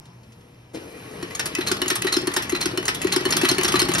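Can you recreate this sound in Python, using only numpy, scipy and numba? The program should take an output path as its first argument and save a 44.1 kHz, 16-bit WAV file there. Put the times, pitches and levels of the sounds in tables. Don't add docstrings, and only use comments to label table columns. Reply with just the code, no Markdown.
import sys
import numpy as np
from scipy import signal
from scipy.fft import rfft, irfft
from scipy.io import wavfile
from scipy.ndimage import uniform_filter1d
from numba import njit

SR = 44100
rng = np.random.default_rng(int(sys.argv[2]) if len(sys.argv) > 2 else 0)


def inscribe(sig):
    pcm = np.round(np.clip(np.atleast_2d(sig).T, -1, 1) * 32767)
    wavfile.write(sys.argv[1], SR, pcm.astype(np.int16))


def to_linear_factor(level_db):
    exponent = np.asarray(level_db, float) / 20
    return 10 ** exponent


N = 176400
T = np.arange(N) / SR
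HIT = 6000
ATTACK_S = .0017

# start_s, whir level_db
MOTOR_LOAD = [
    (.735, -70),
    (.75, -49),
    (.95, -48),
    (1.15, -43),
    (1.35, -41),
    (2, -36.5),
    (2.95, -37.5),
    (3.3, -32),
    (4, -31.5),
]


@njit
def svf(x, hz, width):
    y, band, low = np.empty(len(x)), 0., 0.
    g, k = np.tan(np.pi * hz / SR), width / hz
    for i in range(len(x)):
        v = (band + g * (x[i] - low)) / (1 + g * (g + k))
        band, low, y[i] = 2 * v - band, low + 2 * g * v, k * v
    return y


def unit(x):
    return x / np.sqrt(np.mean(x ** 2))


def walk(rate):
    k = int(SR / rate)
    held = np.repeat(rng.standard_normal(size=200), k)[:N]
    return 1.3 * uniform_filter1d(uniform_filter1d(held, k), k)


def add(out, s, x):
    i = int(s * SR)
    out[i:i + len(x)] += x[:max(N - i, 0)]


def ring(push, hz, t60):
    pole = np.exp(2j * np.pi * hz / SR - np.log(1000) / (t60 * SR))
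    return signal.lfilter([1], [1, -pole], push).imag


def rattle(decay, tail_db=-14):
    t = T[:HIT]
    bumps = rng.standard_normal(size=150).repeat(40)
    fall = np.exp(-t / decay) + to_linear_factor(tail_db) * np.exp(-t / .02)
    shape = fall * (1 - np.exp(-t / ATTACK_S))
    x = rng.standard_normal(HIT) * shape * to_linear_factor(4 * bumps)
    return x / np.sqrt(np.sum(x ** 2))


def bands(points, source, flicker_db):
    hz, db = np.array(points).T
    total = 0
    for centre_hz in 35 * 2 ** np.arange(0, 8.8, .4):
        level_db = np.interp(np.log(centre_hz), np.log(hz), db) + flicker_db * walk(14)
        total = total + to_linear_factor(level_db) * svf(source(), centre_hz, centre_hz / 3)
    return unit(total)


def shop():
    # frequency_hz, level_db
    tone = [(18, -49), (30, -19), (86, -19), (123, 4), (156, -18), (482, -24), (656, -33), (5990, -45),
            (14000, -62)]
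    # frequency_hz, level_db
    hum = [(118.4, -54), (479, -62), (2369, -76)]
    # frequency_hz, width_hz, level_db
    far = [(230, 50, -62), (970, 120, -67), (2400, 900, -64), (5400, 500, -70), (11500, 5000, -68)]
    # start_s, level_db
    ticks = [
        (0.0543, -40),
        (0.2319, -44),
        (0.3202, -43),
        (0.4075, -46),
        (0.5372, -48),
    ]
    out = bands(tone, lambda: rng.standard_normal(N), 1.5) * to_linear_factor(-48.5)
    for hz, db in hum:
        phase = 2 * np.pi * np.cumsum(hz + 3 * walk(8)) / SR
        out = out + to_linear_factor(db + 3 + 3 * walk(9)) * np.sin(phase)
    for hz, width, db in far:
        out = out + to_linear_factor(db + 2.5 * walk(7)) * unit(svf(rng.standard_normal(N), hz, width))
    for s, db in ticks:
        tick = svf(rattle(.007), 3200., 4000.)
        add(out, s, to_linear_factor(db) * tick / abs(tick).max())
    return out


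def clutch():
    # start_s, level_db
    bounces = [
        (.741, -34),
        (.747, -28),
        (.753, -29),
        (.762, -33),
        (.772, -32),
    ]
    # frequency_hz, level_db, t60_s
    housing = [(318, 0, .06), (436, 0, .06), (472, -7, .07), (1000, -14, .05), (2450, -14, .03),
               (5200, -18, .03)]
    out = np.zeros(N)
    for s, db in bounces:
        push = rattle(.003)
        tap = signal.unit_impulse(len(push))
        blow = 12 * svf(push, 2500., 4000.)
        for hz, mode_db, t60 in housing:
            blow = blow + to_linear_factor(mode_db) * ring(tap if hz < 600 else push, hz, t60)
        add(out, s, to_linear_factor(db) * blow)
    return out


def whir():
    # frequency_hz, level_db_per_hz
    spectrum = [(60, -12), (140, 4), (380, -1), (620, -21), (1300, -9), (2200, -9), (4500, -17),
                (12000, -34)]
    # frequency_hz, width_hz, level_db
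    resonances = [(300, 30, -49), (445, 60, -44), (2420, 60, -59), (5000, 4000, -56), (11000, 4500, -52)]
    grains_per_s, spread_db, chatter_db = 300, 2.5, -8
    grains = (rng.random(N) < grains_per_s / SR) * to_linear_factor(spread_db * rng.exponential(size=N))
    chatter = 1 + to_linear_factor(chatter_db) * unit(signal.lfilter([1], [1, -.985], grains))
    load = to_linear_factor(np.interp(T, *np.array(MOTOR_LOAD).T))
    out = bands(spectrum, lambda: rng.standard_normal(N) * chatter, 2.0) * load
    for hz, width, db in resonances:
        waver_db = 3.0 * (width < 100) * walk(12) + 1.2 * walk(10)
        out = out + to_linear_factor(db + waver_db) * unit(svf(rng.standard_normal(N), hz, width))
    return out * (T > MOTOR_LOAD[0][0])


def levers():
    # frequency_hz, level_db
    modes = [(300, 1), (365, 4), (460, 0), (846, -3), (1105, -1), (1492, -3), (1787, -1), (1922, -2),
             (2310, -2), (2959, -4), (4033, -7)]
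    taps_per_s, t60_s = 90, .055
    rings = 0
    for hz, db in modes:
        taps = rng.standard_normal(N) * (rng.random(N) < taps_per_s / SR)
        rings = rings + to_linear_factor(db) * ring(taps, hz, t60_s)
    rumble = to_linear_factor(3.5 * walk(12)) * unit(svf(rng.standard_normal(N), 140., 130.))
    load = to_linear_factor(np.interp(T, *np.array(MOTOR_LOAD).T)) * (T > MOTOR_LOAD[0][0])
    return (to_linear_factor(-3.5) * unit(rings) + to_linear_factor(-4) * rumble) * load


def frame():
    # start_s, level_db
    thumps = [(1.229, -24), (1.586, -16), (1.716, -15), (1.821, -18), (1.862, -23), (1.913, -19),
              (2.049, -12), (2.126, -25), (2.168, -13), (2.235, -21), (2.275, -15), (2.372, -19),
              (2.527, -13), (2.659, -16), (2.733, -23), (2.778, -16), (2.885, -26), (3.049, -11),
              (3.125, -25), (3.165, -12), (3.212, -24), (3.257, -13), (3.359, -20), (3.434, -11),
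              (3.515, -15), (3.586, -12), (3.647, -18), (3.741, -12), (3.818, -16), (3.89, -15)]
    push_s, t60_s = .008, .062
    out, t = np.zeros(N), T[:HIT]
    shape = np.clip(t / push_s, 0, 1) * to_linear_factor(-60 * np.maximum(t - push_s, 0) / t60_s)
    for s, db in thumps:
        hz = 361 * (1 + .025 * rng.standard_normal())
        low = .45 * np.sin(2 * np.pi * (.8 * hz * t + rng.random()))
        add(out, s - .003, to_linear_factor(db + 1.2) * shape * (np.sin(2 * np.pi * hz * t) + low))
    return out


def passes(angle):
    # time_s, angle_turns
    shaft = [(1.2233, -0.19), (1.3893, -0.005), (1.5887, 0.326), (1.701, 0.564), (1.9695, 1.145),
             (2.2162, 1.705), (2.4848, 2.238), (2.6973, 2.677), (2.951, 3.121), (3.0714, 3.374),
             (3.2727, 3.861), (3.4116, 4.242), (3.5612, 4.757), (3.6309, 4.951), (3.7233, 5.261),
             (3.8655, 5.759), (3.9354, 5.951), (4.0063, 6.2)]
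    usual_turns_per_s = 2.1
    s, a = np.array(shaft).T
    at = angle + np.arange(-1, 7)
    at = at[(at > a[0]) & (at < a[-1])]
    half_turn_later = np.interp(at + .5, a, s, right=s[-1] + .1)
    half_turn_before = np.interp(at - .5, a, s, left=s[0] - .3)
    speed = 1 / (half_turn_later - half_turn_before)
    return zip(np.interp(at, a, s), np.log2(speed / usual_turns_per_s))


def force(s, db, speed_db):
    slow_start_db = -8 * (s < 1.3)
    return to_linear_factor(db + speed_db + slow_start_db + 1.0 * rng.standard_normal())


def cams():
    cam_table = {"awl": (0, -13, .006, 3500, 1), "guide": (.111, -19, .011, 4500, 3),
                 "latch": (.261, -13, .003, 4000, 3), "presser": (.317, -20, .005, 2000, 8),
                 "looper": (.371, -18, .007, 2500, 6), "pawl": (.487, -19, .002, 2400, 4),
                 "shuttle": (.5, -17, .006, 4500, 3), "rebound": (.527, -19, .005, 4000, 4),
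                 "needle": (.592, -12, .003, 4500, 2), "feed": (.704, -26, .003, 4000, 2),
                 "lock": (.814, -15.5, .004, 3000, 3), "spring": (.903, -24, .003, 2500, 9),
                 "takeup": (.951, -16, .003, 5500, 8)}
    lever_modes = {"awl": [(1556, -6, .045), (1800, -4, .06), (4290, -8, .05), (5420, 0, .05)],
                   "guide": [(1230, -6, .07), (3381, -11, .4), (3400, -15, .4), (5491, -6, .06)],
                   "latch": [(2008, -6, .06), (2590, -2, .04), (6600, -4, .04)],
                   "presser": [(1150, -3, .06), (4080, -8, .06)], "looper": [(1922, -2, .05),
                   (2471, -8, .07), (4043, -5, .08)], "pawl": [(2400, 0, .03)], "shuttle": [(4260, 3, .05),
                   (6363, -8, .05)], "rebound": [(4040, 2, .07), (1110, -6, .08)],
                   "needle": [(5130, 0, .04), (3381, -8, .04), (1475, -9, .08)], "feed": [(4340, 2, .06),
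                   (1260, -3, .05)], "lock": [(1120, -8, .08), (1809, -5, .06), (2962, -4, .08),
                   (4300, -6, .06), (5448, -8, .06)], "spring": [(1160, -3, .05), (2000, -3, .05)],
                   "takeup": [(6705, 2, .04), (1211, -8, .06)]}
    # start_s, peak level_db, treble_db against the peak
    clear_blows = [(1.2263, -21, -22), (1.35, -17, -19), (1.3944, -10, -26), (1.4562, -18, -10),
                   (1.5505, -13, -14), (1.5845, -17, -18), (1.6099, -17, -21), (1.6708, -14, -20),
                   (1.7147, -7, -27), (1.8164, -10, -14), (1.8583, -18, -17), (1.8798, -12, -15),
                   (1.9017, -7, -18), (1.9546, -16, -11), (2.02, -12, -13), (2.0454, -16, -16),
                   (2.0684, -11, -25), (2.1247, -11, -18), (2.1661, -9, -23), (2.2714, -12, -13),
                   (2.3387, -16, -14), (2.3642, -7, -20), (2.4221, -20, -14), (2.4949, -15, -10),
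                   (2.5218, -18, -16), (2.5493, -14, -21), (2.6106, -13, -22), (2.657, -9, -23),
                   (2.7743, -12, -17), (2.8536, -16, -13), (2.8805, -7, -23), (2.9454, -20, -13),
                   (3.0172, -14, -12), (3.0436, -18, -15), (3.0696, -15, -21), (3.124, -10, -22),
                   (3.1619, -7, -24), (3.2068, -20, -21), (3.2532, -12, -14), (3.306, -10, -17),
                   (3.324, -8, -19), (3.3659, -11, -11), (3.4138, -10, -17), (3.4477, -8, -18),
                   (3.4881, -8, -19), (3.5824, -10, -15), (3.6114, -11, -17), (3.6323, -8, -18),
                   (3.7211, -9, -15), (3.7406, -10, -21), (3.7929, -9, -18), (3.8169, -7, -20),
                   (3.8862, -13, -14), (3.9162, -11, -18), (3.9366, -11, -18), (3.9491, -9, -27)]
    snap_s = .009
    out, blows = np.zeros(N), np.array(clear_blows)
    for name, (angle, db, decay, hz, gain_db) in cam_table.items():
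        for s, speed in passes(angle):
            gain, treble_db = force(s, db, gain_db * speed), -18
            near = blows[np.argmin(abs(blows[:, 0] - s))]
            if abs(near[0] - s) < snap_s and name not in ("pawl", "rebound"):
                s, gain, treble_db = near[0] - ATTACK_S / 2, to_linear_factor(near[1] - 4), near[2]
            push, strike, body = rattle(decay), rattle(decay, tail_db=-24), rattle(2.0 * decay)
            crack = svf(push, hz, 1.3 * hz)
            crack = crack + to_linear_factor(treble_db + 10) * svf(push, 10500., 7000.)
            crack = crack + to_linear_factor(-1) * svf(body, 1500., 2000.)
            crack = crack * np.sqrt(decay * SR / 2)
            rings = 0
            for mode_hz, mode_db, t60 in lever_modes[name]:
                level = to_linear_factor(mode_db + 2.5 * rng.standard_normal())
                struck_hz = mode_hz * (1 + .006 * rng.standard_normal())
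                rings = rings + level * ring(strike, struck_hz, .62 * t60)
            add(out, s, gain * (to_linear_factor(14) * crack / 3 + to_linear_factor(-2) * rings))
    return out


def room(x):
    size, t60_s = 15000, .22
    t = T[:size]
    decay = to_linear_factor(-60 * t / t60_s) * np.clip(t / .008, 0, 1)
    shared, apart = (svf(rng.standard_normal(size), 1500., 5000.) * decay for _ in range(2))
    apart = svf(apart - svf(apart, 120., 900.), 1200., 3000.)
    scale = np.sqrt(np.sum(shared ** 2))
    return [signal.fftconvolve(x, h / scale)[:N] for h in (shared, apart)]


def ports(x):
    # frequency_hz, phase lead_rad, level_db
    differences = [(100, 0, -.5), (600, 1.4, 8), (1290, -1, 4), (3270, -1.6, 1), (5200, .1, 0),
                   (7700, 3.1, 0), (11200, 6.3, 0), (14300, 9.3, 0)]
    f = np.arange(N // 2 + 1) * SR / N
    hz, lead, db = np.array(differences).T
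    half = to_linear_factor(np.interp(f, hz, db) / 2) * np.exp(.5j * np.interp(f, hz, lead))
    return np.array([irfft(rfft(x) * half, N), irfft(rfft(x) / half, N)])


def nearby(x):
    h = rng.standard_normal((2, 800)) * np.exp(-T[:800] / .004)
    h = np.array([svf(k, 8000., 14000.) for k in h])
    h = h / np.sqrt(np.sum(h[0] ** 2))
    return to_linear_factor(-11) * signal.fftconvolve(x[None], h, axes=1)[:, :N]


def scene():
    dry = cams() + frame() + clutch() + whir() + levers() + shop()
    shared, apart = room(dry)
    opposed = 2.2 * apart * np.array([[1], [-1]])
    return ports(dry + to_linear_factor(-13.5) * shared) + to_linear_factor(-13.5) * opposed + nearby(dry)


def thin(x):
    weak_db, scatter_db, from_hz, attack_db = -3, 2.6, 6500, 3.8
    f, _, z = signal.stft(np.array([x[0] + x[1], x[0] - x[1]]) / 2, SR, nperseg=1024)
    band = np.arange(len(f)) // 16
    numbers = np.unique(band)
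    power = uniform_filter1d(np.add.reduceat(abs(z) ** 2, numbers * 16, axis=1), size=3)
    count, frames = power.shape[1:]
    held = rng.standard_normal((count, frames // 3 + 1)).repeat(3, axis=1)[:, :frames]
    keep = power > power[::-1] * to_linear_factor(2 * (weak_db + scatter_db * held))
    loud = power.sum(axis=(0, 1), where=numbers[:, None] > 9)
    keep |= loud > to_linear_factor(2 * attack_db) * np.roll(loud, 2)
    kept = z * (keep[:, band] | (f < from_hz)[:, None])
    mid, side = signal.istft(kept, SR, nperseg=1024)[1][:, :N]
    return np.array([mid + side, mid - side])


def top_cut(x):
    return signal.sosfilt(signal.butter(12, 17110, fs=SR, output="sos"), x)


def record(dry):
    # frequency_hz, level_db
    response = [(28, -15), (50, -1), (6300, -2), (8000, 3), (10500, -2), (13500, -11), (15800, 2),
                (17300, -45)]
    hz, db = np.array(response).T
    f = np.arange(N // 2 + 1) * SR / N
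    gain = to_linear_factor(np.interp(np.log(f + 1), np.log(hz), db))
    limited = np.tanh(.9 * irfft(rfft(dry) * gain, N)) / .9
    return top_cut(thin(limited))


dry = scene()
out = record(dry)
inscribe(out)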